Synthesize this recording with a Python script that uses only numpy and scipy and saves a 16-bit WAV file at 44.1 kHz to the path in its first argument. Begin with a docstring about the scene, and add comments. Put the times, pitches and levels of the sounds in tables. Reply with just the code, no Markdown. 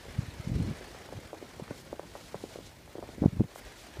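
"""A snowy place in the open air: someone walks away from an idling car and turns back, camera in hand.
Soft snow collapses under the boots in short dull pulses, each with a trickle of smaller ones;
trouser legs and powder swish as swells of filtered noise. Low thumps, mostly knocks of the hand,
are low pulses over buffeting noise; two higher-pitched knocks share the snow's pulses.
The engine is wavering noise with decaying ticks and thin whistling tones."""
import sys
import numpy as np
from scipy import signal
from scipy.fft import rfft, irfft
from scipy.io import wavfile
from scipy.ndimage import uniform_filter1d

SR = 44100
rng = np.random.default_rng(int(sys.argv[2]) if len(sys.argv) > 2 else 0)


def digitize_waveform(pressure):
    """Quantize a signal to 16-bit integers and store it at the path in sys.argv[1].

    Rows of a 2-D input are taken as channels; values are limited to [-1, 1].
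    """
    field = np.atleast_2d(pressure).T
    bounded = np.clip(field, -1, 1)
    quanta = np.round(bounded * 32767).astype(np.int16)
    wavfile.write(sys.argv[1], SR, quanta)


N = 176400
TIME = np.arange(N) / SR  # s


def amp(db):
    """Logarithmic level: decibels to a pressure gain."""
    return 10 ** (np.asarray(db) / 20)


def unit(x):
    """Normalisation: scales a signal to rms 1."""
    return x / np.sqrt(np.mean(x ** 2) + 1e-20)


def level(points):
    """Envelope: gain along a curve of (time_s, level_db), straight in decibels."""
    return amp(np.interp(TIME, *np.transpose(points)))


def drift(rate_hz):
    """Low-passed random fluctuation of rms 1, with a Gaussian roll-off."""
    hz = np.fft.rfftfreq(N, 1 / SR)
    spectrum = rfft(rng.standard_normal(N)) * np.exp(-(hz / rate_hz) ** 2)
    return unit(irfft(spectrum, N))


def noise(tone, tilt_db=0):
    """Spectral shaping: white noise weighted by (frequency_hz, level_db) and a tilt per octave; rms 1."""
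    octave = np.log2(np.fft.rfftfreq(N, 1 / SR) + 1)
    hz, db = np.transpose(tone)
    weight_db = np.interp(octave, np.log2(hz), db) + tilt_db * octave
    return unit(irfft(rfft(rng.standard_normal(N)) * amp(weight_db), N))


def patchy(x, depth_db):
    """Local modulation: narrow stretches of the spectrum swell and sink on their own."""
    bands = signal.stft(x, nperseg=1024, noverlap=768)[2]
    field = rng.standard_normal(bands.shape)
    field = uniform_filter1d(field, size=4, axis=0)  # smoothed across frequency
    field = uniform_filter1d(field, size=7, axis=1)  # smoothed across time
    shaped = bands * amp(depth_db * unit(field))
    return unit(signal.istft(shaped, nperseg=1024, noverlap=768)[1][:N])


def add_pulse(mix, s, gain, hz, smooth, skew):
    """Transient: adds one push and rebound of pressure, about one cycle long, centred on s."""
    centre, reach = int(s * SR), SR // 40
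    span = slice(max(centre - reach, 0), min(centre + reach, N))
    pulse = (1 - 2j * np.pi * hz * (TIME[span] - s) / smooth) ** -smooth
    mix[span] += gain * (pulse * np.exp(1j * skew)).real


# Short dull pulses: snow giving way under a boot, and two higher-pitched knocks near 3.23 s.
# start_s [s, centre of the pulse], level_db [dB, its envelope peak], pitch_hz [Hz],
# crumbling [0-1, strength of the trickle that follows]
CRUNCHES = [(.055, -38.5, 540, 0.6), (0.8118, -33.5, 450, 0.68), (.9476, -38, 647, 1),
            (1.0901, -36.5, 706, 0.3), (1.1266, -29.5, 525, 0.5), (1.1895, -35.5, 413, 0.04),
            (1.3317, -28, 610, 1), (1.348, -39, 800, .6), (1.4273, -30.5, 426, 0.26),
            (1.5986, -28.5, 520, 0.5), (1.68, -36, 1500, 0.1), (1.7093, -25.5, 477, 0.53),
            (1.9295, -24, 560, 0.35), (1.9959, -24.5, 637, 0.08), (2.0323, -38.5, 553, 1),
            (2.1538, -29.5, 760, 0.66), (2.1607, -37, 443, 0.06), (2.3451, -23.5, 610, 0.34),
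            (2.352, -35, 970, .3), (2.4401, -25, 393, 0.35), (2.5593, -28.5, 480, 0.4),
            (2.5889, -31.5, 447, 0.5), (2.878, -42.5, 850, 0), (2.955, -29.5, 480, 0.48),
            (2.9833, -31, 493, 0.57), (2.9919, -32, 427, 0.17), (3.0271, -29.5, 650, 0.86),
            (3.0906, -32.5, 450, 0.16), (3.183, -31, 330, 0.2), (3.2284, -23, 477, 0.37),
            (3.2379, -22, 565, 0.7), (3.3984, -30, 560, 0), (3.438, -39, 674, 0.7), (3.5597, -31.5, 890, 0),
            (3.9709, -37, 543, 0.83)]
SNAP_ORDER, SNAP_SKEW = 4.1, 0.73  # smoothness of one pulse; its lopsidedness [rad]
CRUST_HZ, CRUST_DB, CRUST_ORDER = 1330, -15, 6  # sharper snap of the crust; dB is its most
SETTLE_RATIO, SETTLE_DB = 0.6, -9  # pitch and level of the settling, relative to the main pulse
CRUMBLE_PER_S, CRUMBLE_S = 290, 0.011  # mean rate of the trickle; its decay time


def snow_and_two_knocks():
    """Brittle collapse: a snap, a settling a cycle later and a dying trickle; two knocks sound alike."""
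    out = np.zeros(N)
    for s, db, hz, crumble in CRUNCHES:
        add_pulse(out, s, -amp(db), hz, SNAP_ORDER, SNAP_SKEW)
        crust = min(2 * hz / CRUST_HZ, 1) ** 2  # stronger in higher pulses
        add_pulse(out, s, amp(db + CRUST_DB) * crust, CRUST_HZ, CRUST_ORDER, -np.pi / 2)
        add_pulse(out, s + 1 / hz, -amp(db + SETTLE_DB), hz * SETTLE_RATIO, CRUST_ORDER, 0)
        gaps, sizes, pitches, skews = rng.random(size=(4, 24))
        delays = np.cumsum(.5 + gaps) / CRUMBLE_PER_S
        for delay, size, pitch, skew in zip(delays, sizes, pitches, skews):
            gain = amp(db) * crumble * (.5 + size) * np.exp(-delay / CRUMBLE_S)
            grain_hz = hz * 2 ** (pitch - .5)  # within half an octave either way
            add_pulse(out, s + delay, gain, grain_hz, SNAP_ORDER, 2 * np.pi * skew)
    return out


def creaks(peak_db=-45, spread_db=2, pitch_hz=540, trail_s=.03, lag_s=0.038):
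    """Stick-slip: two faint slips of snow, scattered about a short lag after each pulse above."""
    out = np.zeros(N)
    for s, *_ in CRUNCHES:
        for when, size, pitch, skew in rng.standard_normal(size=(2, 4)):
            start_s = abs(s + lag_s + trail_s * when)
            slip_hz = pitch_hz * 2 ** (.5 * pitch)
            add_pulse(out, start_s, amp(peak_db + spread_db * size), slip_hz, SNAP_ORDER, np.pi * skew)
    return out


SOLE_HZ, SOLE_Q, SOLE_DB = 568, 9.8, -9.5


def underfoot(x):
    """Resonance: the snow packed under the sole adds a short hollow ring."""
    ring = signal.lfilter(*signal.iirpeak(SOLE_HZ, SOLE_Q, fs=SR), x)
    return x + amp(SOLE_DB) * ring


# Trouser legs and kicked powder: start_s [s, loudest moment], half_length_s [s, before the rise and
# fall factors], level_db [dB, rms at the loudest before the grain], brightness [dB per octave]
SWISHES = [(1.79, 0.036, -56, -1), (2.245, 0.099, -55.5, -3), (2.43, 0.053, -54.5, -3),
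           (2.54, 0.068, -53, -3.5), (2.674, 0.033, -43, -4.5), (3.116, 0.028, -61, -2.5),
           (3.561, 0.0069, -50.5, 3), (3.586, 0.013, -54, 8), (3.82, 0.055, -56.5, -2.5)]
# Spectrum of a swish before its brightness tilt: frequency_hz [Hz], level_db [dB]
SWISH_TONE = [(300, -8.5), (1500, -21), (3000, 0), (4500, 0.5), (7500, -1.5), (11000, -6), (15500, -14)]
SWISH_RISE, SWISH_FALL = 1.15, 0.8  # factors on half length: it builds more slowly than it stops
SWISH_GRAIN_DB = 1.5  # rms depth of the grain


def swishes():
    """Friction noise: grainy hiss swells as a leg swings through and stops as it lands."""
    out = np.zeros(N)
    for s, half_s, db, tilt in SWISHES:
        reach = half_s * np.where(TIME < s, SWISH_RISE, SWISH_FALL)
        swell = np.exp(-.5 * ((TIME - s) / reach) ** 2)
        out += amp(db) * swell * noise(SWISH_TONE, tilt_db=tilt)
    return out * amp(SWISH_GRAIN_DB * drift(rate_hz=52))


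# Low thumps: knocks of the hand on the camera, and the dull weight under two footfalls
# (near 1.71 and 2.36 s). start_s [s, centre], level_db [dB, envelope peak], pitch_hz [Hz]
THUMPS = [(.192, -17.5, 132), (0.235, -32, 134), (.288, -30.5, 111), (.402, -29.5, 120),
          (0.475, -23.5, 167), (.495, -33.5, 238), (0.5192, -19, 165), (.537, -27, 121), (0.55, -31, 178),
          (0.562, -20.5, 117), (.607, -23, 137), (0.6222, -24, 163), (0.695, -26.5, 211),
          (.713, -26.5, 148), (1.179, -32, 125), (1.625, -31, 175), (1.713, -32, 174), (2.357, -34, 183),
          (3.222, -14.5, 240), (3.2416, -15, 335), (3.2603, -6.5, 199), (3.283, -21.5, 137),
          (3.333, -27, 148), (3.372, -31.5, 180), (3.3999, -18, 107), (3.4075, -11.5, 246),
          (3.4168, -15.5, 200), (3.446, -29, 143), (3.995, -31, 110)]
THUMP_ORDER, THUMP_SKEW = 4.23, 0.1  # smoothness at the hard-thump level; lopsidedness [rad]
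HARD_THUMP_DB, SOFT_ORDER_PER_DB = -6, 0.17  # softer thumps are rounder and ring a little longer
THUMP_EDGE_RATIO, THUMP_EDGE_DB = 2.6, -11  # pitch of the edge; its level in a hard thump, both relative
# Low buffeting of air and hand at the microphone: time_s [s], level_db [dB, rms]
BUFFET = [(0, -76), (.1, -44.5), (.3, -50.5), (.44, -53), (.5, -32), (.65, -33.5), (.72, -37.5), (.78, -67),
          (1.08, -54), (1.15, -48), (1.23, -60), (1.76, -52.5), (2.05, -56), (3.16, -58), (3.22, -33),
          (3.3, -45.5), (3.43, -39), (3.49, -65), (4, -89)]
# Spectrum of the buffeting: frequency_hz [Hz], level_db [dB]
BUFFET_TONE = [(20, -10), (45, 1), (80, 4), (170, -1), (270, -6.5), (400, -15), (700, -25), (2500, -73)]
BUFFET_LUMP_DB, BUFFET_LUMP_HZ = 5, 35  # largest swing either way; rate


def thumps_and_buffeting():
    """Impact and turbulence: dull thumps, sharper-edged when harder, over lumpy low buffeting."""
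    lumps = amp(BUFFET_LUMP_DB * np.tanh(drift(rate_hz=BUFFET_LUMP_HZ)))
    out = level(BUFFET) * unit(noise(BUFFET_TONE) * lumps)
    for s, db, hz in THUMPS:
        softer_db = HARD_THUMP_DB - db
        order = THUMP_ORDER + SOFT_ORDER_PER_DB * softer_db
        add_pulse(out, s, amp(db), hz, order, THUMP_SKEW - np.pi / 2)
        edge_gain = amp(db + THUMP_EDGE_DB - softer_db)
        add_pulse(out, s + .17 / hz, edge_gain, hz * THUMP_EDGE_RATIO, SNAP_ORDER, 0)
    return out


# Idling engine as the walker moves off and turns back: time_s [s], level_db [dB]
ENGINE = [(0, -50), (.5, -48), (.8, -48.5), (1.05, -49.5), (1.35, -52), (1.6, -51), (2, -53.5), (2.5, -53),
          (2.82, -56), (3.1, -52.5), (3.45, -55.5), (3.65, -49.5), (3.8, -52.5), (4, -49.5)]
# Spectrum of the rumble and fan rush: frequency_hz [Hz], level_db [dB]
ENGINE_TONE = [(20, -25), (40, 10), (65, 10), (120, 1), (200, 0), (350, 2.5), (450, 1), (550, 1), (800, -2),
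               (1200, -6.5), (1480, -5), (2200, -5.5), (2700, -10), (4300, -10.5), (6000, -14.5),
               (10000, -23), (12500, -30.5), (15500, -32)]
# Spectrum of the firing ticks: frequency_hz [Hz], level_db [dB]
TICK_TONE = [(500, 0), (2000, 6), (4500, -5.5), (8000, -2), (11000, -7.5), (15500, -23)]
# Thin whistles of the belt drive: pitch_hz [Hz, mean], level_db [dB, rms at full reach]
WHINES = [(2950, -71.5), (2450, -78)]
# Reach of the whistles, strongest beside the bonnet: time_s [s], level_db [dB]
WHINE_REACH = [(0, -12), (.45, 0), (1.1, 0), (1.2, -15)]
FIRING_HZ, FIRST_FIRING_S = 27.77, .05  # mean rate; nominal time of one firing
TICK_DB, TICK_S, TICK_UNEVEN = -13.5, 0.007, 0.3  # relative level; decay time; strong-weak alternation
PATCH_DB, FLUTTER_DB = 2, 1.44  # rms depth: the rush wavers in patches and as a whole


def engine():
    """Periodic excitation: a tick at each firing, strong and weak in turn, with rush and whistles."""
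    firing_rate = FIRING_HZ * (1 + .001 * drift(rate_hz=2.2))
    firings = np.cumsum(firing_rate) / SR - FIRING_HZ * FIRST_FIRING_S
    rush = patchy(noise(ENGINE_TONE), depth_db=PATCH_DB)
    rush = rush * amp(FLUTTER_DB * drift(rate_hz=48))
    decay = np.exp(-(firings % 1) / FIRING_HZ / TICK_S)
    beat = decay * (1 + TICK_UNEVEN * np.cos(np.pi * np.floor(firings)))
    ticks = unit(beat * amp(drift(rate_hz=7.5)) * noise(TICK_TONE))
    whine = np.zeros(N)
    for hz, db in WHINES:
        cycles = np.cumsum(hz * (1 + 0.0027 * drift(rate_hz=18))) / SR
        whine += amp(db) * np.sqrt(2) * np.sin(2 * np.pi * cycles)
    return level(ENGINE) * (rush + amp(TICK_DB) * ticks) + level(WHINE_REACH) * whine


# Spectrum of the faint outdoor hiss: frequency_hz [Hz], level_db [dB]
AIR_TONE = [(100, -5), (1500, -8), (15500, -15)]
AIR_DB = -63  # rms


def air():
    """Stationary noise: a faint steady outdoor hiss."""
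    return amp(AIR_DB) * noise(AIR_TONE)


def scene():
    """Superposition in the free field: the sources add over open snow, with no echo."""
    pulses = underfoot(snow_and_two_knocks() + creaks())
    return (pulses + swishes() + thumps_and_buffeting() + engine() + air())[None]


LOW_CUT_HZ, EDGE_HZ = 44, 15350


def record(dry):
    """Band limiting: the microphone loses the deepest bass, the recorder the highest treble."""
    hz = np.fft.rfftfreq(2 * N, 1 / SR)
    bass_loss = hz ** 3 / np.hypot(hz ** 3, LOW_CUT_HZ ** 3)
    thinned = irfft(rfft(dry, 2 * N) * bass_loss)[:, :N]
    low_pass = signal.firwin(1023, EDGE_HZ, window=("kaiser", 9), fs=SR)
    return signal.oaconvolve(thinned, low_pass[None], "same")


dry = scene()
out = record(dry)
digitize_waveform(out)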